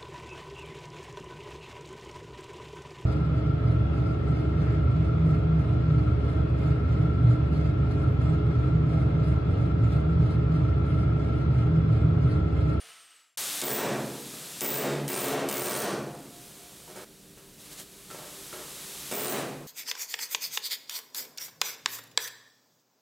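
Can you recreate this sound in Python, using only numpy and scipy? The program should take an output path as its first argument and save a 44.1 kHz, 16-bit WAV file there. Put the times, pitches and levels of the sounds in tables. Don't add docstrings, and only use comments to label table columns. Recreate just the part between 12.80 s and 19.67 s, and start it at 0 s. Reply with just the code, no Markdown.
import sys
import numpy as np
from scipy import signal
from scipy.fft import rfft, irfft, next_fast_len
from scipy.io import wavfile
from scipy.ndimage import uniform_filter1d, minimum_filter1d

SR = 44100
rng = np.random.default_rng(int(sys.argv[2]) if len(sys.argv) > 2 else 0)


def pcm_store(signal):
    levels = np.round(np.clip(np.atleast_2d(signal), -1, 1) * 32767)
    wavfile.write(sys.argv[1], SR, levels.astype(np.int16).T)


def nominal_scale(level):
    x = np.asarray(level, float) / 20
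    return 10 ** x


N = 302967
T = np.arange(N) / SR
OPEN_S, CUT_S = 0.573, 4.245

# (frequency [Hz], level [dB per Hz])
RUMBLE_TONE = [(20, -16), (32, 13), (47, -1), (60, 9), (90, -1), (125, 5), (200, -16)]
# (frequency [Hz], width [Hz], level [dB])
SHED_HUM = [(140, 12, -1), (162, 7, -4), (188, 6, 0), (212, 6, -3), (300, 4, 1), (393, 4, 1)]
# (frequency [Hz], t60 [s])
ROOM_DECAY = [(130, 1.54), (300, 1.09), (600, 0.89), (1000, 0.87), (2500, 0.72), (6000, 0.59),
              (15000, 0.21)]
# (frequency [Hz], level [dB])
WALL_TONE = [(100, -1), (1000, 5.5), (4000, -0.5), (9000, -4), (15000, 3)]
# (frequency [Hz], t60 [s], level [dB])
STAND_MODES = [(705, 3.4, -48), (709, 3.4, -52)]

# (time [s], whine [Hz], whine level [dB], roar level [dB])
SPIN_DOWN = [
    (0.0, 9440, -59, -51.5),
    (0.09, 9030, -62, -50.5),
    (0.29, 8340, -64, -57.5),
    (0.405, 7930, -67, -60),
    (0.548, 7340, -81, -75),
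    (0.562, 7390, -87, -82),
]
# (frequency [Hz], level [dB per Hz])
ROAR_TONE = [(35, -78), (60, -66), (200, -49), (590, -14), (962, -12), (1270, -5.5), (2810, -5),
             (7850, -11.5), (9030, -11), (15800, -25)]
# (frequency [Hz], width [Hz], level [dB])
HOUSING_BANDS = [(1314, 38, -5), (2960, 160, -0.5)]
# (frequency [Hz], t60 [s], level [dB])
CUT_STEEL = [(177, 1, -74), (450, 1, -66), (695, 1, -63), (725, 1, -87)]

# (frequency [Hz], level [dB per Hz])
LEAK_TONE = [(40, -27), (90, -37), (130, 2), (250, 1), (400, -1), (520, -1.5), (800, -10), (2000, -12),
             (3900, -10), (5000, -9.5), (8400, -8.5), (12000, -9.5), (15800, -16.5), (17000, -48)]
# (frequency [Hz], width [Hz], level [dB])
NOZZLE_BANDS = [(2570, 330, -27), (3780, 1260, -10), (6670, 150, -22), (7970, 1100, -13)]
# (time [s], hiss [dB])
AIR_FLOW = [(0.573, -23.5), (0.82, -28.5), (1.05, -42), (1.8, -37.5), (2.1, -45), (3.4, -50), (3.62, -45.5),
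            (3.9, -47), (4.243, -47), (4.247, -53), (4.78, -51.5), (5.28, -46.5), (5.31, -43.5),
            (5.67, -40.5), (5.8, -40.5), (6.3, -36), (6.6, -41), (6.87, -54)]
# (time [s], level over the flow [dB], half length [s])
HOSE_SPITS = [
    (4.808, 4.5, 0.034),
    (4.864, 6.5, 0.074),
    (4.932, 9.5, 0.041),
    (4.999, 13, 0.049),
]
# (frequency [Hz], level [dB])
PUFF_TONE = [(150, -13), (800, 1.5), (3000, 6.5), (8000, 9), (14000, 7)]

# (time [s], force [dB], sheet pitch [Hz])
TOUCHES = [(1.539, -18, 393), (1.585, -20.5, 524), (1.619, -20, 480), (1.66, -45, 700), (4.078, -19, 935),
           (4.1, -20, 380), (4.159, -16, 556), (4.162, -19.5, 900), (4.172, -24, 550), (4.183, -22, 437),
           (4.205, -30, 500), (4.213, -19, 312), (4.574, -21.5, 405), (5.303, -20.5, 1390),
           (5.311, -16, 1330), (5.346, -15.5, 556), (5.385, -17.5, 490), (5.42, -20, 423),
           (5.728, -25, 480), (5.734, -21, 1000), (5.738, -20, 2250), (5.728, -14.5, 1360),
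           (5.757, -24, 860), (5.79, -20.5, 1300)]
# (multiple of the pitch [ratio], t60 [s], level [dB])
TOUCH_PARTIALS = [(.62, .015, -11), (1.0, .03, 0), (1.3, .012, -8), (1.6, .012, -7), (2.3, .008, -9),
                  (3.4, .006, -14)]
# (frequency [Hz], level [dB])
THUD_TONE = [(200, 8), (350, 8.5), (700, 2), (1300, -2.5), (1900, -7), (4500, -10.5)]

# (first blow [s], force [dB], valve puff [dB], puff lead [s], long ring [dB])
TRIGGER_PULLS = [
    (0.822, 1, -5, 0.008, 13),
    (1.818, 0, -5, .011, 11),
    (2.287, -3.5, -15, 0.0084, -1),
    (2.699, -5, -14.5, 0.0117, 1),
    (6.314, -9.5, -13, 0.0023, 7),
]
# (time [s], snap [dB], ring [dB])
FIRST_BLOWS = [(0.823, -24, -24), (0.8375, -9, -6), (0.8517, -11, -1), (0.8675, -7, -9), (0.8805, -13, -17),
               (0.8911, -6, -2), (0.9043, 4, -15), (0.9139, -9.0, -8), (0.9287, -6, -5), (0.9458, -7, -4.0),
               (0.9602, -10, -6), (0.977, -19.0, -26), (1.8162, -8, -2), (1.8304, -2, 4), (1.8454, -10, 0),
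               (1.8592, -13, -1.0), (1.874, -8, 8), (1.8883, -18, -13), (1.902, -10, 2), (1.915, -5, -24),
               (1.9299, -19, 2.5), (1.9416, -18, -6), (1.9559, 2, -11), (1.9683, -26, 1), (1.985, -2, -23),
               (2.2866, -13, 1.5), (2.3008, -17.0, -6), (2.3168, -18.0, 3), (2.3308, 0, -15),
               (2.3413, -3, -16), (2.3513, 12, -22.0), (2.362, -8, -5), (2.3755, -10.0, 4),
               (2.3911, 8.5, -7), (2.4034, -8, 3), (2.4172, -16, -11), (2.4286, -12, 6), (2.443, -19, -8),
               (2.4571, 2, -16), (2.4681, -13, -15), (2.483, -24, 0)]
# (time [s], snap [dB], ring [dB])
LAST_BLOWS = [(2.697, -19, -5), (2.7113, -19, -11), (2.7256, -19, -2), (2.7404, -18, -2),
              (2.7552, -20.0, -2), (2.7691, -3, -9), (2.7796, -14, -1), (2.7943, -18.0, -7),
              (2.8084, 8, -6), (2.8189, -17, -4), (2.8335, 5, 5), (2.8436, -14, -12), (2.8581, -6, -3),
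              (2.8692, -15.0, -11), (2.8825, 2, -8), (2.8949, -20.0, 3), (2.9097, 1, -16.0),
              (2.9193, -15, -13), (2.9312, -3, -17), (2.941, 11, -20), (2.9515, -9, -9.0),
              (2.9628, -6, -20.0), (2.9727, -11.0, 0), (2.9879, -1, 4), (3.0024, 5, -18.0),
              (3.0198, -25, -20), (6.314, -19, -8), (6.3241, -18, -15), (6.3366, -8, 2), (6.3509, -19, 2),
              (6.3631, -8, 4), (6.3809, -18.0, 2), (6.3946, -13, 1), (6.4071, 8.5, -8), (6.4182, -15, 1),
              (6.434, -19, 5), (6.4462, 0.0, -10), (6.4568, -13.0, -10), (6.4711, 12, -9),
              (6.4814, -15, -6), (6.4956, -11, 1), (6.5107, -11, 2), (6.5234, -18, -17)]
# (time [s], level [dB])
BEARING = [(.823, 0.5), (.84, 2), (.9, 0), (.977, 0), (1.816, 9), (1.83, 3), (1.9, 2), (1.968, -4.5),
           (1.985, -10), (2.287, 0.5), (2.38, 2), (2.483, 2), (2.697, 1), (2.85, 0.5), (3.02, 1),
           (6.314, 7), (6.33, 0), (6.43, 2.5), (6.523, 2)]
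# (frequency [Hz], level [dB per Hz])
CRACK_TONE = [(60, 0), (136, -5.5), (249, -18.5), (353, -2), (745, -10), (4280, -12.5), (8820, -7),
              (11100, -10.5), (14700, -12.5), (15800, -68)]
# (frequency [Hz], t60 [s], level [dB])
SHEET_SLAP = [(1500, .0025, -3), (3600, .002, -3)]
# (frequency [Hz], t60 [s], level [dB])
PISTON_SNAP = [(8900, .004, 2), (14800, .0035, -2), (12600, .0012, 3)]
# (frequency [Hz], t60 [s], level [dB])
PANEL_MODES = [(145.3, 0.66, -3.5), (180, 0.11, -1), (219.9, 0.24, -3), (262, 0.71, -4.5),
               (275.2, 0.35, -1.5), (330.7, 0.076, 2), (349, 0.044, 12.5), (393, 0.042, 5.5),
               (427.7, 0.1, 3.5), (480, 0.055, 1.5), (524, 0.12, -4.5), (556.5, 0.058, -12.5),
               (634, 0.06, -3), (693, 0.11, -25), (810, 0.062, -16), (806, 0.027, -13), (1060, 0.021, -12)]
# (frequency [Hz], t60 [s], level [dB])
RIB_MODES = [(344.7, .3, -11.5), (426, 0.21, -5.5), (571.6, 0.33, -14.5), (700, 0.22, -16),
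             (854, 0.15, -18.5)]
# (frequency [Hz], t60 [s], level [dB])
CHISEL_MODES = [(3610, .006, -14), (7820, .02, -6), (8350, .01, -2), (12100, .025, -10), (13380, .025, -10),
                (14230, .015, -16), (14782, .045, -1), (14870, .012, -4), (14988, .035, -6),
                (15057, .03, -7), (15400, .006, -10)]
# (frequency [Hz], t60 [s], level [dB])
SHANK_MODES = [(8300, .1, -20), (12100, .1, -27), (13370, .12, -21), (14790, .14, -13)]
# (time [s], frequency [Hz], t60 [s], level [dB])
CAUGHT_MODES = [(.944, 7830, .07, -9), (.867, 7830, .03, -11), (1.874, 13380, .03, -8),
                (1.888, 13380, .03, -7), (1.956, 13380, .04, -9), (1.985, 12100, .06, -9),
                (1.943, 12100, .03, -14), (.817, 3610, .012, -3), (1.8162, 430, .08, -4),
                (6.314, 455, .12, -8), (6.337, 440, .12, -10)]
# (frequency [Hz], level [dB])
BODY_TONE = [(150, -10), (350, -9), (600, -1), (900, 0), (2500, 5), (6000, 1.5), (14000, 0)]
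# (frequency [Hz], level [dB])
SHED_LOW_CUT = [(60, -27), (105, -14.5), (125, -3.5)]

# (frequency [Hz], level [dB])
SENSE_TONE = [(200, -37), (1500, 10.5), (8000, 4.5)]
# (frequency [Hz], side minus mid [dB])
STEREO_WIDTH = [(100, -26.5), (500, -23), (1300, -25.5), (2400, -24), (4000, -24), (8000, -14),
                (15000, -15)]
# (time [s], left minus right [dB])
WORKER_PAN = [(0.0, 0.0), (0.73, 1.0), (1.22, -0.5), (1.82, 1.0), (2.2, -0.5), (2.39, 0.5), (4.23, -1.0),
              (4.8, -0.5), (6.58, 0.0), (6.87, -0.5)]


def unit(x):
    return x / np.sqrt(np.mean(x ** 2))


def table(points, hz):
    f, v = np.transpose(points)
    return np.interp(np.log(hz + 1), np.log(f), v)


def follow(points):
    return np.interp(T, *np.transpose(points))


def colour(x, points):
    length = x.shape[-1]
    size = next_fast_len(length)
    gain = nominal_scale(table(points, np.fft.rfftfreq(size, 1 / SR)))
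    return irfft(rfft(x, size) * gain, size)[..., :length]


def ring(x, hz, t60):
    p = np.exp(2j * np.pi * hz / SR - np.log(1000) / (t60 * SR))
    y = signal.lfilter([0, p.imag], [1, -2 * p.real, abs(p) ** 2], x)
    return y / p.imag * np.sin(np.angle(p))


def resonant(bands):
    total = 0
    for hz, width, db in bands:
        t60 = np.log(1000) / np.pi / width
        total = total + nominal_scale(db) * unit(ring(rng.standard_normal((2, N)), hz, t60))
    return total


def strike(times, db, modes, scatter_db):
    chance = rng.standard_normal((len(times), len(modes)))
    out = np.zeros(N)
    for k, (hz, t60, mode_db) in enumerate(modes):
        push = np.zeros(N)
        push[(times * SR).astype(int)] = nominal_scale(db + mode_db + scatter_db * chance[:, k])
        sounding = slice(int(times.min() * SR), int((times.max() + 2 * t60) * SR))
        out[sounding] += ring(push[sounding], hz, t60)
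    return out


def cracks(times, db, fall_s, rise_s=0.00022):
    push = np.zeros(N)
    push[(times * SR).astype(int)] = nominal_scale(db)
    rise = int(rise_s * SR) + 1
    shape = signal.lfilter(np.ones(rise) / rise, [1, -np.exp(-1 / (fall_s * SR))], push)
    return shape * unit(colour(rng.standard_normal(N), CRACK_TONE))


def middle(x, side=0):
    return x * np.array([[1], [side]])


def rumble():
    swell = np.interp(T, [3.2, 3.6], [0.55, 1])
    return nominal_scale(-60) * unit(colour(rng.standard_normal(N), RUMBLE_TONE)) * swell * (T > OPEN_S)


def room(x, wet_db):
    t = T[:SR]
    noise = rfft(rng.standard_normal((2, len(t))))
    octave = np.log2(np.fft.rfftfreq(len(t), 1 / SR) + 1)
    tail = 0
    for centre in np.arange(5, 15, 0.5):
        band = irfft(noise * np.clip(1 - 2 * abs(octave - centre), 0, 1), len(t))
        tail = tail + band * nominal_scale(-60 * t / table(ROOM_DECAY, 2 ** centre))
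    tail = colour(tail, WALL_TONE) * np.clip(t / 0.0056, 0, 1) * nominal_scale(wet_db)
    cut = int(CUT_S * SR)
    wet = [signal.oaconvolve(part[None], tail, axes=1)[:, :len(part)] for part in (x[:cut], x[cut:])]
    wet = np.hstack(wet)
    return np.array([x + wet[0], wet[1]])


def stand():
    return middle(strike(np.array([3.1]), 0, STAND_MODES, scatter_db=0) * (T < CUT_S))


def leak():
    hiss = unit(colour(rng.standard_normal((2, N)), LEAK_TONE))
    return hiss + resonant(NOZZLE_BANDS) + nominal_scale(-11.5) * resonant(SHED_HUM)


def flowing_air():
    mean_db, hum_share = -50, 0.19
    db = follow(AIR_FLOW)
    for s, over_db, half_s in HOSE_SPITS:
        db = db + over_db * np.clip(1 - abs(T - s) / half_s, 0, 1)
    air = leak()
    hum = signal.sosfiltfilt(signal.butter(2, 740, fs=SR, output="sos"), air)
    hum_db = mean_db - 0.5 + hum_share * (db - mean_db)
    return (air - hum) * nominal_scale(db) + middle(hum, side=nominal_scale(9)) * nominal_scale(hum_db)


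def grinder():
    s, *columns = np.transpose(SPIN_DOWN)
    hz, whine_db, roar_db = (np.interp(T, s, c) for c in columns)
    hz = hz + 12 * unit(ring(rng.standard_normal(N), 40, 0.042))
    whine_db = whine_db + 3 * unit(ring(rng.standard_normal(N), 25, 0.06))
    phase = 2 * np.pi * np.cumsum(hz) / SR
    tones = np.sqrt(2) * nominal_scale(whine_db) * (np.sin(phase) + nominal_scale(-22) * np.sin(phase / 26))
    for f, t60, db in CUT_STEEL:
        tones = tones + nominal_scale(db - 60 * T / t60) * resonant([(f, 25, 0)])[0]
    air = unit(colour(rng.standard_normal((2, N)), ROAR_TONE))
    roar = nominal_scale(roar_db) * unit(air + nominal_scale(-7.5) * resonant(HOUSING_BANDS))
    return (roar + middle(tones)) * (T < s[-1])


def knocks():
    times, db, _ = np.transpose(TOUCHES)
    rings = np.zeros(N)
    for s, force_db, hz in TOUCHES:
        modes = [(hz * multiple, t60, g) for multiple, t60, g in TOUCH_PARTIALS]
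        rings += strike(np.array([s]), force_db, modes, scatter_db=1.5)
    thuds = colour(cracks(times, db - 1.5, fall_s=0.021), THUD_TONE)
    return nominal_scale(5.5 - 21) * rings, nominal_scale(-21) * thuds


def chisel():
    times, snap_db, ring_db = np.transpose(list(FIRST_BLOWS) + list(LAST_BLOWS))
    start, force_db, puff_db, lead, long_db = np.transpose(TRIGGER_PULLS)
    burst = np.searchsorted(start - 0.005, times) - 1
    db = force_db[burst]
    push_db = db + np.interp(times, *np.transpose(BEARING))

    panel = nominal_scale(-10) * strike(times, push_db, list(PANEL_MODES) + list(RIB_MODES), scatter_db=1.2)
    bit_modes = list(CHISEL_MODES) + list(SHANK_MODES)
    bit = nominal_scale(-8) * strike(times, db + ring_db + long_db[burst], bit_modes, scatter_db=4)
    for s, *mode in CAUGHT_MODES:
        bit = bit + strike(np.array([s]), 0, [mode], scatter_db=0)

    snaps = nominal_scale(9.5) * strike(times, db + snap_db, PISTON_SNAP[:1], scatter_db=0)
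    rattle = nominal_scale(10.5) * strike(times, db + ring_db, PISTON_SNAP[1:], scatter_db=1.5)
    crack_db = push_db + 2.5 + 0.8 * rng.standard_normal(len(times))
    blows = cracks(times, crack_db, fall_s=0.0035)
    slaps = strike(times, push_db + 2, SHEET_SLAP, scatter_db=2.5)
    puffs = colour(cracks(start - lead, puff_db, fall_s=0.0068, rise_s=0.00095), PUFF_TONE)
    return panel + bit + snaps + rattle + blows + puffs - slaps


def gain_control(x):
    top_db, squeeze, release_db_s, attack_s = -25, 0.78, 169, 0.0098
    window = int(attack_s * SR)
    power = colour(x[0], SENSE_TONE) ** 2
    power = uniform_filter1d(uniform_filter1d(power, size=window), size=window)
    over_db = np.maximum(10 * np.log10(np.abs(power) + 1e-12) - top_db, 0)
    recovery = release_db_s * T
    held_db = np.maximum(np.maximum.accumulate(over_db + recovery) - recovery, 0)
    return x * nominal_scale(-squeeze * np.roll(held_db, int(0.3 * window)))


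def limiter(x):
    peak_db, look_ahead_s = -16, 0.001
    ahead = int(look_ahead_s * SR)
    gain = np.minimum(nominal_scale(peak_db) / (np.abs(x[0]) + 1e-9), 1)
    return x * uniform_filter1d(minimum_filter1d(gain, size=2 * ahead + 1), size=ahead + 1)


def scene():
    rings, thuds = knocks()
    steel = nominal_scale(-16.5) * chisel() + nominal_scale(-1) * (thuds + nominal_scale(-12) * rings)
    heard = room(colour(steel, BODY_TONE), wet_db=-32)
    heard = heard + middle(nominal_scale(-9.5) * (rings + thuds))
    shed = limiter(gain_control(heard + flowing_air() + stand())) * (T > OPEN_S)
    mid, side = colour(shed, SHED_LOW_CUT) + grinder()
    mid = mid + rumble()
    side = colour(side, STEREO_WIDTH)
    lean = nominal_scale(follow(WORKER_PAN) / 2)
    return np.array([(mid + side) * lean, (mid - side) / lean])


def low_pass(x):
    return signal.sosfilt(signal.butter(12, 16830, fs=SR, output="sos"), x)


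def record(dry):
    rounded = np.tanh(3 * dry) / 3
    bass_cut = signal.sosfilt(signal.butter(2, 35, "high", fs=SR, output="sos"), rounded)
    mix = signal.sosfilt(signal.ellip(10, 0.3, 45, 15820, fs=SR, output="sos"), bass_cut)
    return low_pass(mix)


dry = scene()
out = record(dry)
pcm_store(out)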